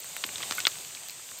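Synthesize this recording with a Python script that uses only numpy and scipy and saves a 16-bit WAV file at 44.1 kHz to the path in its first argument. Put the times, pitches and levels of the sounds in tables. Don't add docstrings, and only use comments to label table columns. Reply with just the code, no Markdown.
import sys
import numpy as np
from scipy import signal
from scipy.fft import rfft, irfft
from scipy.io import wavfile
from scipy.ndimage import uniform_filter1d, map_coordinates

SR = 44100
rng = np.random.default_rng(int(sys.argv[2]) if len(sys.argv) > 2 else 0)


def boost_factor(decibels):
    exponent = np.asarray(decibels, float) / 20
    return 10 ** exponent


def store_pcm(level_fs):
    pcm = np.round(np.clip(level_fs, -1, 1) * 32767).astype(np.int16)
    wavfile.write(sys.argv[1], SR, np.atleast_2d(pcm).T)


N = 61740


def unit(x):
    return x / np.sqrt(np.mean(x ** 2) + 1e-20)


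def highpass(x, hz):
    return signal.sosfilt(signal.butter(N=3, Wn=hz, btype="high", fs=SR, output="sos"), x)


def wobble(rate_hz):
    knots = rng.standard_normal(int(N * rate_hz / SR) + 4)
    return map_coordinates(knots, [np.arange(N) * rate_hz / SR])


def rush(spectrum, patchy_db):
    hz, _, z = signal.stft(rng.standard_normal(N), SR, nperseg=1024)
    patches = uniform_filter1d(rng.standard_normal(z.shape), size=8, axis=0)
    patches = unit(uniform_filter1d(patches, size=4, axis=1))
    f, db = np.transpose(spectrum)
    colour_db = np.interp(np.log(hz + 1), np.log(f), db, left=-120, right=-30)
    gain = boost_factor(colour_db[:, None] + patchy_db * patches)
    return unit(signal.istft(z * gain, nperseg=1024)[1][:N])


def place(start_s, shapes):
    first = np.round(np.asarray(start_s) * SR).astype(int)
    at = first[:, None] + np.arange(shapes.shape[1])
    return np.bincount(at.ravel(), shapes.ravel(), N + SR)[:N]


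def bursts(start_s, level_db, pitch_hz, life_cycles):
    cycle = np.arange(400) / SR * pitch_hz[:, None]
    life = np.maximum(life_cycles, .05)[:, None]
    decay = np.exp(-np.maximum(cycle - .75, 0) / life)
    onset = np.minimum(cycle / 0.17, 1)
    return place(start_s, boost_factor(level_db)[:, None] * np.sin(2 * np.pi * cycle) * decay * onset)


# pitch_hz, level_db
AIR_COLOUR = [(8000, -36), (9500, -6.5), (11000, -2.5), (13500, 1), (15000, 1), (16000, -17)]


def air(swell_db):
    return boost_factor(-9.5 + swell_db + 0.43 * wobble(15.3)) * rush(AIR_COLOUR, patchy_db=2.0)


CRICKET_HZ, CRICKET_DB = 3570, -7
CRICKET_START_S, CRICKET_PERIOD_S, CRICKET_PULSE_S = .0375, 0.048, .0035


def cricket():
    centre_s = np.arange(CRICKET_START_S, N / SR, CRICKET_PERIOD_S)
    uneven = rng.standard_normal((40, 2))[:len(centre_s)]
    lead_s = .018
    t = np.arange(1600) / SR - lead_s
    pitch_hz = CRICKET_HZ * (1 + 0.01 * uneven[:, 1:])
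    pulse = np.exp(-.5 * (t / CRICKET_PULSE_S) ** 2) * np.sin(2 * np.pi * pitch_hz * t)
    return boost_factor(CRICKET_DB) * place(np.maximum(centre_s - lead_s, 0), boost_factor(1.5 * uneven[:, :1]) * pulse)


# pitch_hz, level_db
CHORUS_COLOUR = [(5000, -59), (5500, -9), (6100, -2.5), (7400, 0.5), (8400, 1.5), (9200, -9.5),
                 (10000, -21), (10500, -40)]


def insects(swell_db):
    return boost_factor(swell_db + .6 * wobble(20)) * (rush(CHORUS_COLOUR, patchy_db=.8) + cricket())


# pitch_hz, level_db
FLAME_COLOUR = [(40, -17), (115, -2), (230, -8), (700, -3), (1700, -7), (2650, -1), (4800, -1.5),
                (5600, -7)]


def flame(swell_db):
    return boost_factor(-4 + 1.28 * swell_db + 0.69 * wobble(12.36)) * rush(FLAME_COLOUR, patchy_db=1.5)


# start_s, level_db
SWELL_CURVE = [(0.0, -45.5), (0.108, -43.5), (0.568, -39.5), (0.85, -43.5), (1.154, -45.5), (1.4, -45.5)]


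def background_level():
    return np.interp(np.arange(N) / SR, *np.transpose(SWELL_CURVE))


def night(level_db):
    mean_db = level_db.mean()
    swell_db = level_db - mean_db
    return boost_factor(mean_db) * (flame(swell_db) + insects(swell_db) + air(swell_db))


CRACKLE_RATE_HZ, CRACKLE_DB, CRACKLE_SPREAD_DB = 300, -53.5, 3.5
CRACKLE_HZ, CRACKLE_OCTAVES = 3500, 0.84


def crackle(swell_db):
    d = rng.random((600, 4))
    start_s = np.cumsum(-np.log(d[:, 0])) / CRACKLE_RATE_HZ
    inside = start_s < N / SR
    d, start_s = d[inside], start_s[inside]
    pitch_hz = np.clip(CRACKLE_HZ * 2 ** (CRACKLE_OCTAVES * 4 * (d[:, 1] - .5)), 300, 15000)
    louder_db = np.minimum(-CRACKLE_SPREAD_DB * np.log(d[:, 2]), 12)
    life_cycles = 0.17 + 1.1 * d[:, 3] ** 2
    return boost_factor(swell_db) * bursts(start_s, CRACKLE_DB + louder_db, pitch_hz, life_cycles)


# middle_s, half_length_s, level_db
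TEARS = [
    (.407, 0.0041, -35),
    (0.434, .005, -35),
    (.6043, .0013, -29),
    (0.5135, 0.0022, -32),
    (0.675, 0.004, -30),
    (1.094, 0.00053, -44),
]


def flurries():
    d, t = rng.random((4000, 4)), np.arange(N) / SR
    pitch_hz = 3500 * 2 ** (2.35 * (d[:, 2] - .5))
    shower = bursts(d[:, 0] * N / SR, -5 * np.log(d[:, 1]), pitch_hz, 0.23 + d[:, 3])
    envelope = sum(boost_factor(db) * np.exp(-((t - middle) / half) ** 2) for middle, half, db in TEARS)
    return unit(shower) * envelope


# start_s, level_db (peak), pitch_hz
FIBRES = [(.0027, -25.5, 13760), (0.045, -29, 12500), (0.089, -37, 12200), (0.0982, -34, 12000),
          (0.1667, -23.5, 12540), (0.2652, -25.5, 13000), (0.509, -37, 12900), (0.513, -33, 12800),
          (.5344, -34, 12800), (0.5519, -24, 13700), (.5732, -30, 12000), (.5766, -27, 12700),
          (0.5904, -22.5, 12040), (.6046, -36, 12500), (0.668, -28, 13700), (.6718, -27, 13400),
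          (0.681, -19.5, 14300), (0.7367, -34, 12800), (.7857, -35, 13800), (.8701, -36, 12400),
          (1.0857, -28, 14900), (1.1072, -30.5, 14400), (1.0975, -36, 12200), (1.3123, -34, 12100),
          (1.3271, -39, 13400), (1.3873, -29.5, 12800)]
TICK_S, TICK_TURNS = 0.0002, 1.4


def ticks():
    start_s, level_db, pitch_hz = np.transpose(FIBRES)
    t = np.arange(128) / SR
    stray = np.cumsum(rng.standard_normal((len(start_s), 128)), axis=1) / 4
    phase = 2 * np.pi * pitch_hz[:, None] * t + TICK_TURNS * stray
    puff = (t / TICK_S) * np.exp(1 - t / TICK_S)
    return place(start_s, boost_factor(level_db)[:, None] * np.sin(phase) * puff)


SOFT_TWIG = .5825, -23.5, [(700, -10, .012), (1485, 0, .05), (2155, -2, .04), (2885, -16, .02)]
HARD_TWIG = .6527, -7.5, [(1482, -21, .04), (2150, -17, .025), (2900, -15, .025), (3380, -3, .014),
             (3650, -2, .006), (6000, -19, .004)]


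def twig():
    t = np.arange(SR // 10) / SR
    contact = 1 - np.exp(-t / 0.00022)
    starts, rings = [], []
    for start_s, peak_db, modes in (SOFT_TWIG, HARD_TWIG):
        ring = sum(boost_factor(db - 60 * t / t60) * np.sin(2 * np.pi * hz * t) for hz, db, t60 in modes)
        starts.append(start_s)
        rings.append(boost_factor(peak_db) * ring * contact)
    return place(starts, np.array(rings))


# start_s, level_db (peak), pitch_hz, life_cycles Steam pockets bursting, and the sharp
POCKETS = [(.0348, -29.5, 4460, 1), (.1660, -21, 2200, .4), (.2394, -12, 2900, 0.27),
           (.2422, -12.5, 3260, 0.13), (0.2644, -29, 3000, .3), (0.2906, -23.5, 2340, 0.5),
           (0.358, -20, 3650, 2.6), (.3827, -21.5, 3750, 0.18), (.4052, -35, 1220, 4),
           (.4210, -27, 2900, 2), (.4284, -24.5, 3420, 5.7), (0.4319, -27, 2000, 2.5),
           (.5051, -30, 2500, 0.7), (.51034, -11, 4000, 0.12), (0.52244, -14.5, 4100, 0.12),
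           (.5241, -19, 3700, .15), (0.6032, -17, 4500, 0.15), (.6044, -19, 6500, .5),
           (.58252, -23, 2000, 0.2), (0.66953, -19, 8000, 1.5), (.6031, -24, 2700, 1),
           (.6034, -22, 7800, 4), (.6046, -27, 1800, .5), (.6052, -23, 5500, .5), (.51066, -24, 7700, 2),
           (.5243, -28, 7800, 2), (.5227, -27, 7000, 1.5), (.4326, -22, 3100, 1.5), (.4352, -28, 3400, 2),
           (.2462, -30, 3500, 2), (.4285, -26, 5700, 2), (.6730, -20, 2600, 2), (0.5903, -27, 3700, 2),
           (.5768, -31, 4000, 1), (0.534, -31, 1990, 0.27), (0.044, -34, 1600, 0.28), (.4042, -30, 2400, 1),
           (.4335, -29, 4000, 3), (.3380, -30, 3300, 0.37)]
BIG_POCKET = [
    (.66946, -2.5, 3900, .6),
    (.66996, -12, 4100, 1.1),
    (.66943, -12, 2200, 1.2),
    (.6700, -20, 1350, 1),
    (.6693, -28, 950, 1),
    (.6717, -13, 4200, 1.2),
    (.6780, -32, 1300, 4),
]
LATE_POCKETS = [(.7180, -28, 3500, 1), (0.7857, -27, 3600, 0.66), (0.8488, -29, 3040, 0.37),
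                (0.9076, -37, 2120, .8), (.9500, -24.5, 3980, 1.2), (.9714, -34, 2450, 2.7),
                (1.0348, -30, 3500, .2), (1.0857, -26, 4300, .5), (1.0862, -33, 6000, 2),
                (1.0972, -31, 6900, 2.5), (1.0969, -26.5, 5000, 2.1), (1.0976, -33, 2500, 2.5),
                (1.0973, -30, 4000, 2.4), (1.1073, -32, 4800, 0.8), (1.1152, -34, 3500, .3),
                (1.2898, -30, 2900, .2), (1.313, -31, 4300, .5), (1.3166, -33, 1500, .4),
                (1.3874, -30, 4500, 0.8), (.7555, -29.5, 2500, 0.18)]
LOW_PULSES = [(.2492, -37, 320, .3), (.6701, -42, 330, .6), (.2396, -31, 830, 0.61), (.5104, -37, 300, 0.5),
              (.51022, -23, 1400, 0.6), (.4100, -40, 480, 0.6), (.5111, -26, 2600, .4),
              (.52228, -25, 1500, .5), (.52395, -33, 1500, .5), (.4375, -35, 1050, 2),
              (.4120, -40, 1200, 3)]


def pops():
    early = highpass(bursts(*np.transpose(POCKETS + BIG_POCKET)), 480)
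    late = highpass(bursts(*np.transpose(LATE_POCKETS)), 1000)
    return early + late + bursts(*np.transpose(LOW_PULSES))


SCATTER_DB, SCATTER_T60_S, SCATTER_DELAY_S = -12, 0.028, 0.0007


def scatter(x):
    t, size = np.arange(2048) / SR, 441
    count = N // size
    tails = rng.standard_normal((count, 2048)) * boost_factor(-60 * t / SCATTER_T60_S) * (t > SCATTER_DELAY_S)
    tails /= np.linalg.norm(tails, axis=1)[:, None]
    wet = signal.fftconvolve(x[:count * size].reshape(-1, size), tails, axes=1)
    return boost_factor(SCATTER_DB) * highpass(place(np.arange(count) * size / SR, wet), 900)


def scene():
    level_db = background_level()
    fire = crackle(level_db - level_db.mean()) + flurries() + ticks() + twig() + pops()
    fire = highpass(fire, 176)
    return (night(level_db) + fire + scatter(fire))[None]


def roll_off(x):
    return signal.sosfilt(signal.butter(12, 15970, fs=SR, output="sos"), x)


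def record(dry):
    heard = rfft(highpass(dry, 54.7))
    below_top = np.fft.rfftfreq(N, 1 / SR) < 15830
    mix = irfft(heard * below_top, N)
    return roll_off(mix)


dry = scene()
out = record(dry)
store_pcm(out)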